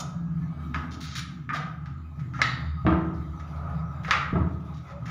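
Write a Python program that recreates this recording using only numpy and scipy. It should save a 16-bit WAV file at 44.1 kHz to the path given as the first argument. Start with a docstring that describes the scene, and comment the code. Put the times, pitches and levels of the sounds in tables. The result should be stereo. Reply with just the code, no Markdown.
"""A steel sliding bolt is worked by hand on a wooden plank door, close up in a small bare room.
It scrapes in its guides, clacks against its stops and shoots home, setting its loop ringing.
Twice the door thuds into its frame and the leaf booms. Small ticks, thin squeaks and the brush
of a hand on wood fill the gaps. Underneath sits a bed of low room resonances, passing low tones,
restless air and a faint whine."""
import sys
import numpy as np
from scipy import signal
from scipy.fft import rfft, irfft, next_fast_len
from scipy.io import wavfile
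from scipy.ndimage import uniform_filter1d, map_coordinates

SR = 44100
rng = np.random.default_rng(int(sys.argv[2]) if len(sys.argv) > 2 else 0)


def master_out(mix):
    """Clip the mix to full scale and print it as 16-bit PCM to the path in sys.argv[1]."""
    frames = np.transpose(np.atleast_2d(mix))
    ceiling = np.clip(frames, -1, 1)
    pcm = np.round(ceiling * 32767).astype(np.int16)
    wavfile.write(sys.argv[1], SR, pcm)


N = 225294

# bolt hits: t/s, level/dB before gain, struck spot f/Hz, wood/dB, brightness/dB, snap/dB
CLACKS = [(0.7408, -28, 1680, -29, -20.5, -13), (0.745, -24.5, 990, -18, -20.5, -2.5),
          (0.759, -32.5, 1000, -1, -9, -2.5), (1.16, -28.5, 4230, -38, -6.5, -5),
          (1.492, -20.5, 1350, -23, -30, -5), (1.505, -22.5, 1280, -16.5, -35.5, -4),
          (1.547, -25, 735, -7.5, -9, -10), (1.859, -39, 1400, -30, -10.5, -5.5),
          (2.392, -21.5, 1302, -4, -34, -16), (2.417, -14, 1910, -13, -7, 0.5),
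          (4.048, -30, 1840, -12, -19.5, -2), (4.081, -22, 1590, -1, -13, -13),
          (4.1094, -10.5, 2330, -25, -11, -4), (4.135, -15.5, 1270, -7.5, -20, -7.5)]
# door contacts: t/s, level/dB before gain, treble corner f/Hz, panel ring/dB
THUDS = [(2.850, -16.5, 297, -0.5), (2.866, -12, 2240, -4.5), (2.882, -17, 512, 6.5), (2.926, -22, 1934, 3),
         (4.329, -15.5, 260, -14), (4.357, -17.5, 1098, -6.5), (4.364, -14, 150, -18)]
# bolt strokes: t/s, length/s, level/dB, rasp f/Hz, fizz/dB
SCRAPES = [(0.0, 0.011, -36, 6630, -3.5), (0.907, 0.046, -50, 4740, -9), (1.004, 0.057, -44.5, 4140, -2),
           (1.054, .1, -45.5, 3900, -21), (1.151, 0.049, -37, 3920, -2), (1.529, 0.048, -35.5, 1740, -5.5),
           (2.19, 0.024, -53.5, 1930, -7), (2.334, 0.079, -40.5, 1385, -10.5),
           (3.396, 0.015, -47.5, 2050, -15.5), (4.033, 0.064, -47.5, 2400, -5),
           (4.737, 0.058, -60, 3900, -14.5), (4.865, 0.063, -52, 2060, -12.5),
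           (5.054, 0.06, -44.5, 2120, -8.5)]
# hand slides: fastest at t/s, length/s, level/dB
HAND_SLIDES = [(0.022, .2, -42), (3.682, 0.28, -41.5), (3.97, .25, -53.5), (4.91, 0.078, -47.5),
               (5.1, 0.13, -47)]
# swelling tones: t/s, length/s, f/Hz, level/dB
SQUEAKS = [(0.1, 0.31, 1645, -63), (0.41, 0.053, 1730, -56.5), (0.47, 0.28, 2266, -66),
           (0.5, 0.55, 3640, -83), (2.768, 0.061, 1242, -42), (4.92, 0.083, 566, -43.5)]
DRONES = [(0.0, 0.6, 170.4, -31), (.22, 0.33, 154.5, -31), (2.17, .5, 125.2, -33)]
# rumble swells and lulls: centre t/s, length/s, boom change/dB, upper change/dB
SURGES = [(.8, 0.67, -4, 12), (1.525, 0.083, -2.5, 9), (2.072, 0.14, -18.5, -0.5), (2.476, 0.27, -2, 12),
          (3.423, .2, -5, 1), (3.78, 0.16, 5, -6), (4.884, 0.15, -10.5, -5)]

# ringing modes: f/Hz, relative level/dB, t60/s before damping
SNAP_MODES = [(1269, -1.5, 0.087), (1740, 8.5, 0.008), (2140, 4.5, 0.0069), (2486, -8, 0.014),
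              (3470, -12.5, 0.01), (4840, -16.5, 0.045), (5530, -20, 0.023), (6460, -16.5, 0.015)]  # the bolt's dry snap
BAR_MODES = [(1750, -12, 0.48), (1870, -2.5, 0.4), (2000, -0.5, 0.32), (2584, 7, 0.22), (2780, -4, 0.24),
             (2902, 3.5, 0.22)]  # the bolt's bar
LOOP_MODES = [(3540, -6.5, 0.26), (3440, 0, 0.4), (3700, -5.5, 0.76), (3860, -12.5, 0.45),
              (3950, 2.5, 0.41), (4060, -9, 0.19), (4420, -10, 0.5), (4400, -3.5, 0.57),
              (4750, -14.5, 0.94)]  # the loop it runs into
PANEL_MODES = [(78, -30, 0.82), (173.9, 11, 0.86), (307, -14.5, 1), (324.54, 5.5, 0.99), (432, -6.5, 0.14),
               (642, -3, 0.81), (687, -14.5, 0.33), (860, -24, 0.35), (884, -13, 0.93)]  # the door leaf
FLEX_MODES = [(74.9, 4, .3), (147, -13.5, 0.19), (183, -2.5, 0.48)]  # the whole leaf flexing

# tone curves: f/Hz, relative level/dB
BOLT_EQ = [(100, -27.5), (450, 1), (850, 3), (1250, -6), (1470, -3), (1900, -2), (2400, -7), (3100, -1),
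           (3750, -1), (5000, -1), (6800, -15), (7900, -16), (10500, -7), (15500, -19.5)]
WOOD_EQ = [(35, -41.5), (58, -9.5), (76, 1), (105, -11), (170, -6), (210, -14.5), (310, -9.5), (470, -19),
           (640, -18), (950, -15.5), (1300, -21), (3000, -27.5), (4500, -35.5), (9000, -60.5)]
GRIT_EQ = [(200, -21.5), (750, -22.5), (1250, -3.5), (1800, -1), (2900, -4.5), (3900, -4), (5400, -4),
           (6600, -8.5), (7900, -20), (10500, -10.5), (13000, -24.5), (15500, -11.5)]
RUB_EQ = [(300, -10.5), (500, -8), (720, -2), (1000, -6), (1300, -9), (1700, -18), (3000, -34.5),
          (8000, -58.5)]
RUMBLE_EQ = [(15, -74.5), (25, -35), (37, -12), (51, -26.5), (64, -20), (85, -7.5), (103, -9), (156, -0.5),
             (184, -9.5), (204, -27), (244, -10), (275, -17.5), (328, -19), (352, -37), (420, -29),
             (550, -52.5), (920, -120)]
AIR_EQ = [(150, 6.5), (380, -4.5), (1000, 2.5), (1600, -7), (2400, -6.5), (3200, -16), (3800, -17),
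          (5000, -21.5), (6800, -26.5), (7900, -34), (13000, -31.5), (15500, -29.5)]
SIDE_EQ = [(30, -4), (170, -11.5), (500, -20), (2000, -23), (8000, -29.5), (15000, -30)]
MIC_EQ = [(25, 3), (50, -23.5), (66, 1)]

# fader rides for the deepest rumble and the air: t/s, level/dB
DEEP_RIDE = [(0.15, -49.5), (.55, -38), (.87, -39), (1.6, -50.5), (1.95, -42), (2.2, -46), (2.65, -37.5),
             (3.75, -37.5), (4.8, -45.5)]
AIR_RIDE = [(0, -60), (.65, -50.5), (1.4, -58.5), (2.1, -56), (3.7, -53), (5.1, -55)]
# shared resonances that make the scene sound hollow: f/Hz, width/Hz, lift/dB
HOLLOWS = [(658, 97, 4.5), (1263.3, 218, 13), (1606, 52, 3.5), (2030, 410, 2.5), (3734, 360, 5.5),
           (5700, 370, 3), (6880, 960, 5)]
# room decay: f/Hz, t60/s
ROOM_DECAY = [(80, 0.77), (300, 0.99), (700, 0.7), (1300, 0.74), (2000, 0.62), (4600, 0.42), (5700, 0.41),
              (9000, 0.4), (15000, 0.13)]


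def bolt_clacks(gain_db=21, crack_db=-3, spot_db=8, spot_width=0.41, fizz_db=-18.5):
    """Steel hits steel: a dry snap and crack, a faint ring, and the room's answer."""
    track = np.zeros(N)
    for s, db, spot_hz, wood_db, bright_db, snap_db in CLACKS:
        hardness = [(720, wood_db), (1180, 0), (2400, 0.014),
                    (4000, bright_db), (7000, bright_db), (9000, bright_db + fizz_db)]
        colour = body(lambda hz: tinted(BOLT_EQ, hz) + along(hardness, hz)
                      + hollow(hz, spot_hz, spot_width * spot_hz, spot_db))
        echo = unit_energy(signal.fftconvolve(colour, room(direct_db=-15))[:SR])
        force = contact(chatter_t60=0.02, attack_s=0.0003, push=0.9)
        crack = unit_energy(signal.fftconvolve(colour, force))
        # a dull blow leaves the snap's upper modes weak
        modes = [(hz, level + 0.5 * along(hardness, hz), t60) for hz, level, t60 in SNAP_MODES]
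        snap = ring(modes, damping=0.34, scatter_db=3, attack_s=0.0019)
        bar = ring(BAR_MODES, damping=0.64, scatter_db=0, attack_s=0.0034, blur_per_s=90)
        bar_db = -21.5 + 0.35 * bright_db  # harder blows ring more
        add(track, s, amp(db + gain_db) * (echo + amp(snap_db) * snap + amp(bar_db) * bar))
        add(track, s, amp(db + gain_db + snap_db + crack_db) * crack)
    return track


def bolt_home(home_s=2.417, gain_db=-2.5, bar_db=-3, dry_db=-6, wet_db=-2):
    """Shot home, the bolt leaves its loop and its own bar ringing into the room."""
    track = np.zeros(N)
    loop = ring(LOOP_MODES, damping=0.95, scatter_db=2, attack_s=0.003, blur_per_s=600)
    bar = ring(BAR_MODES, damping=0.75, scatter_db=2, attack_s=0.003, blur_per_s=200)
    steel = loop + amp(bar_db) * bar
    echo = unit_energy(signal.fftconvolve(steel, room(direct_db=-3))[:SR])
    add(track, home_s, amp(gain_db) * (amp(dry_db) * steel + amp(wet_db) * echo))
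    return track


def bolt_scrapes(catches_per_s=4000, spread_db=3, rasp_db=6, rasp_width=0.39, grind_hz=4150):
    """The sliding bolt catches on rough steel: dense tiny slips of uneven size."""
    track = np.zeros(N)
    t = np.arange(SR // 4) / SR
    for s, length, db, rasp_hz, fizz_db in SCRAPES:
        grind_db = 9 * np.log2(grind_hz / rasp_hz)  # a slower stroke rasps lower and grinds more
        stroke = np.clip(t / 0.0025, 0, 1) * np.clip((length - t) / 0.017 + 0.5, 0, 1)
        catches = rng.random(len(t)) < catches_per_s / SR
        slips = catches * rng.standard_normal(len(t)) * amp(spread_db * rng.standard_normal(len(t)))
        pressure = [(1800, grind_db), (4000, 0.021), (7000, 0), (9000, fizz_db)]
        colour = body(lambda hz: tinted(GRIT_EQ, hz) + along(pressure, hz)
                      + hollow(hz, rasp_hz, rasp_width * rasp_hz, rasp_db))
        rasp = signal.fftconvolve(slips * stroke, colour)
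        scrape = unit_energy(signal.fftconvolve(rasp, room(direct_db=2.5)))
        add(track, s, amp(db) * np.sqrt(length * SR) * scrape)
    return track


def door_thuds(gain_db=24):
    """The leaf lands in several contacts; the softer one is, the duller it sounds."""
    track = np.zeros(N)
    for s, db, corner_hz, panel_db in THUDS:
        colour = body(lambda hz: tinted(WOOD_EQ, hz) - 10 * np.log10(1 + (hz / corner_hz) ** 4))
        blow = room(direct_db=-9.5)
        add(blow, 0, amp(-4) * contact(chatter_t60=0.021, attack_s=0.001, push=0.44))
        knock = unit_energy(signal.fftconvolve(colour, blow)[:SR])
        panel = ring(PANEL_MODES, damping=1.15, scatter_db=-1, attack_s=0.0057)
        flex = ring(FLEX_MODES, damping=0.49, scatter_db=-1.5, attack_s=0.0052)
        flex_db = 1 - 4 * np.log2(corner_hz / 298)  # softer blows flex the leaf more
        add(track, s, amp(db + gain_db) * (knock + amp(panel_db) * panel + amp(flex_db) * flex))
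    return track


def bolt_ticks(first_s=2.7, last_s=5.11, typical_gap_s=1 / 14, db=-39.5, spread_db=7.5):
    """Under the hand the loose bolt ticks faintly, at a different spot each time."""
    track = np.zeros(N)
    chance = rng.standard_normal((64, 3))
    times = first_s + typical_gap_s * np.cumsum(np.exp(0.5 * chance[:, 0]))
    for s, (_, strength, place) in zip(times[times < last_s], chance):
        spot_hz = 3000 * 2 ** (0.83 * place)
        colour = body(lambda hz: along(GRIT_EQ, hz) + hollow(hz, spot_hz, spot_hz / 2, 9), size=1024)
        tick = unit_energy(signal.fftconvolve(colour, room(direct_db=-15.5)))
        add(track, s, amp(db + spread_db * np.tanh(strength)) * tick)
    return track


def squeaks():
    """For a moment the rubbing of door or bolt locks onto one unsteady pitch."""
    return tones(SQUEAKS, drift_per_s=45)


def hand_rub(edge_fall_db=7):
    """A dull brushing that rises and falls with each slide of the hand along the wood."""
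    t = np.arange(N) / SR
    speed = sum(amp(db - edge_fall_db * np.abs(2 * (t - s) / length)) for s, length, db in HAND_SLIDES)
    return speed * noise(lambda hz: tinted(RUB_EQ, hz))


def rumble(boom_db=-38, upper_db=-53):
    """The room's low resonances: the deepest band drifts, the two above it swell and sink."""
    t = np.arange(N) / SR
    s, length, boom_change_db, upper_change_db = np.transpose(SURGES)
    swells = 0.5 ** ((2 * (t[:, None] - s) / length) ** 2)
    deep = rumble_band(low_hz=20, high_hz=79, db=ride(DEEP_RIDE))
    boom = rumble_band(low_hz=115, high_hz=197, db=boom_db + swells @ boom_change_db)
    upper = rumble_band(low_hz=189, high_hz=398, db=upper_db + swells @ upper_change_db)
    return deep + boom + upper


def rumble_band(low_hz, high_hz, db, steadiness=0.69, waver_db=2):
    """One group of low room resonances, evened out and then set wavering about its level."""
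    band = noise(lambda hz: along(RUMBLE_EQ, hz) + hollow(hz, centre_hz=76.2, width_hz=22, lift_db=17)
                 - 10 * np.log10(1 + (low_hz / (hz + 1)) ** 16 + (hz / high_hz) ** 16))
    envelope = np.sqrt(np.abs(uniform_filter1d(band ** 2, size=4096)) + 1e-6)
    return amp(db + waver_db * wobble(per_s=9)) * unit_rms(band / envelope ** steadiness)


def drone():
    """Low, nearly steady tones rise out of the rumble and sink back."""
    return tones(DRONES, drift_per_s=0.7)


def air(waver_db=1.65, patchy_db=3.44):
    """Faint, hollow room tone, restless in small patches of time and pitch."""
    steady = noise(lambda hz: tinted(AIR_EQ, hz) + hollow(hz, centre_hz=1246, width_hz=120, lift_db=9))
    spectra = signal.stft(steady, nperseg=512)[2]
    patches = uniform_filter1d(rng.standard_normal(spectra.shape), size=4, axis=0)
    patches = uniform_filter1d(patches, size=14, axis=1)
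    hiss = signal.istft(spectra * amp(patchy_db * unit_rms(patches)), nperseg=512)[1][:N]
    return amp(ride(AIR_RIDE) + waver_db * wobble(per_s=14)) * unit_rms(hiss)


def whine(hz=1256, db=-58, drift_per_s=110, waver_db=1.5):
    """A faint, fuzzy tone hangs in the room, rising and falling with the air."""
    air_db = ride(AIR_RIDE)
    phase = 2 * np.pi * hz * np.arange(N) / SR + wander(N, drift_per_s)
    return amp(db + air_db - air_db.mean() + waver_db * wobble(per_s=18)) * np.sin(phase)


def room(direct_db, build_s=0.0016):
    """The direct sound, then a fresh wall echo whose treble dies first; energy 1."""
    hz, t, spectra = signal.stft(rng.standard_normal(SR), SR, nperseg=256)
    decay = amp(-60 * t / along(ROOM_DECAY, hz)[:, None])
    tail = signal.istft(spectra * decay, SR, nperseg=256)[1][:SR]
    tail *= 1 - np.exp(-np.arange(SR) / SR / build_s)
    response = 0.81 * unit_energy(tail)
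    response[0] += amp(direct_db)
    return unit_energy(response)


def contact(chatter_t60, attack_s, push):
    """A sharp push and a few milliseconds of chatter as two surfaces meet; energy 1."""
    t = np.arange(SR // 16) / SR
    chatter = rng.standard_normal(len(t)) * amp(-60 * t / chatter_t60)
    force = unit_energy(chatter * (1 - np.exp(-t / attack_s)))
    force[0] += push
    return unit_energy(force)


def ring(modes, damping, scatter_db, attack_s, blur_per_s=0):
    """Damped modes at scattered strengths, energy 1; rattling in the mount blurs their phase."""
    t = np.arange(SR) / SR
    hz, db, t60 = np.transpose(modes)[:, :, None]
    level_db = db + scatter_db * rng.standard_normal(db.shape) - 60 * t * damping / t60
    drift = wander(level_db.shape, blur_per_s) if blur_per_s else 0
    partials = amp(level_db) * np.sin(2 * np.pi * hz * t + drift)
    return unit_energy(partials.sum(axis=0) * (1 - np.exp(-t / attack_s)))


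def tones(rows, drift_per_s):
    """Tones that swell and fade while their phase wanders."""
    track = np.zeros(N)
    t = np.arange(SR) / SR
    for s, length, hz, db in rows:
        drift = wander(SR, drift_per_s)
        swell = np.sqrt(np.abs(np.sin(np.pi * np.clip(t / length, 0, 1))))
        add(track, s, amp(db) * swell * np.sin(2 * np.pi * hz * t + drift))
    return track


def body(colour_db, size=8192):
    """A tight, minimum-phase click with the given colour; energy 1."""
    cepstrum = irfft(np.log(amp(colour_db(np.fft.rfftfreq(size, 1 / SR)))))
    cepstrum[1:size // 2] *= 2
    cepstrum[size // 2 + 1:] = 0
    return unit_energy(irfft(np.exp(rfft(cepstrum))))


def noise(colour_db):
    """Steady noise with the given colour; rms 1."""
    return unit_rms(irfft(rfft(rng.standard_normal(N)) * amp(colour_db(np.fft.rfftfreq(N, 1 / SR))), N))


def tinted(points, hz, ripple_db=2.5, spacing_hz=70):
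    """A tone curve in dB, plus the shared resonances and the fine ripple of near walls."""
    ripple = map_coordinates(rng.standard_normal(2048), [hz / spacing_hz], mode="mirror")
    return along(points, hz) + sum(hollow(hz, *row) for row in HOLLOWS) + ripple_db * ripple


def hollow(hz, centre_hz, width_hz, lift_db):
    """The bell-shaped boost of one resonance, in dB."""
    return lift_db / (1 + (2 * (hz - centre_hz) / width_hz) ** 2)


def along(points, hz):
    """Read a curve of (f/Hz, value) points on a log frequency axis."""
    point_hz, values = np.transpose(points)
    return np.interp(np.log(hz + 1), np.log(point_hz + 1), values)


def ride(points):
    """A fader ride, in dB at every sample."""
    return np.interp(np.arange(N) / SR, *np.transpose(points))


def wobble(per_s):
    """A smooth random curve with so many knots a second."""
    return map_coordinates(rng.standard_normal(512), [np.arange(N) * per_s / SR], mode="mirror")


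def wander(shape, per_s):
    """A smoothly wandering phase, in radians."""
    steps = rng.standard_normal(shape) * np.sqrt(per_s / SR)
    return np.cumsum(uniform_filter1d(uniform_filter1d(steps, size=96), size=64), axis=-1)


def add(track, s, sound):
    """Mix a sound into the track at time s."""
    start = int(np.clip(round(s * SR), 0, N - 1))
    track[start:start + len(sound)] += sound[:N - start]


def amp(db):
    return 10 ** (np.asarray(db) / 20)


def unit_rms(x):
    return x / np.sqrt(np.mean(x ** 2) + 1e-20)


def unit_energy(x):
    return x / (np.linalg.norm(x) + 1e-12)


def scene():
    """Hits, handling and room bed sit in the centre; a trace of hiss adds width."""
    hits = bolt_clacks() + bolt_home() + door_thuds()
    handling = bolt_scrapes() + bolt_ticks() + squeaks() + hand_rub()
    bed = rumble() + drone() + air() + whine()
    mid = hits + handling + bed
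    side = amp(-78) * noise(lambda hz: along(SIDE_EQ, hz))
    return np.array([mid + side, mid - side])


def record(dry, top_hz=15600):
    """The microphone scoops the deep bass around 50 Hz; nothing is kept above top_hz."""
    size = next_fast_len(N + SR // 2)
    hz = np.fft.rfftfreq(size, 1 / SR)
    response = amp(along(MIC_EQ, hz)) * (hz < top_hz)
    return irfft(rfft(dry, size) * response, size)[:, :N]


dry = scene()
out = record(dry)
master_out(out)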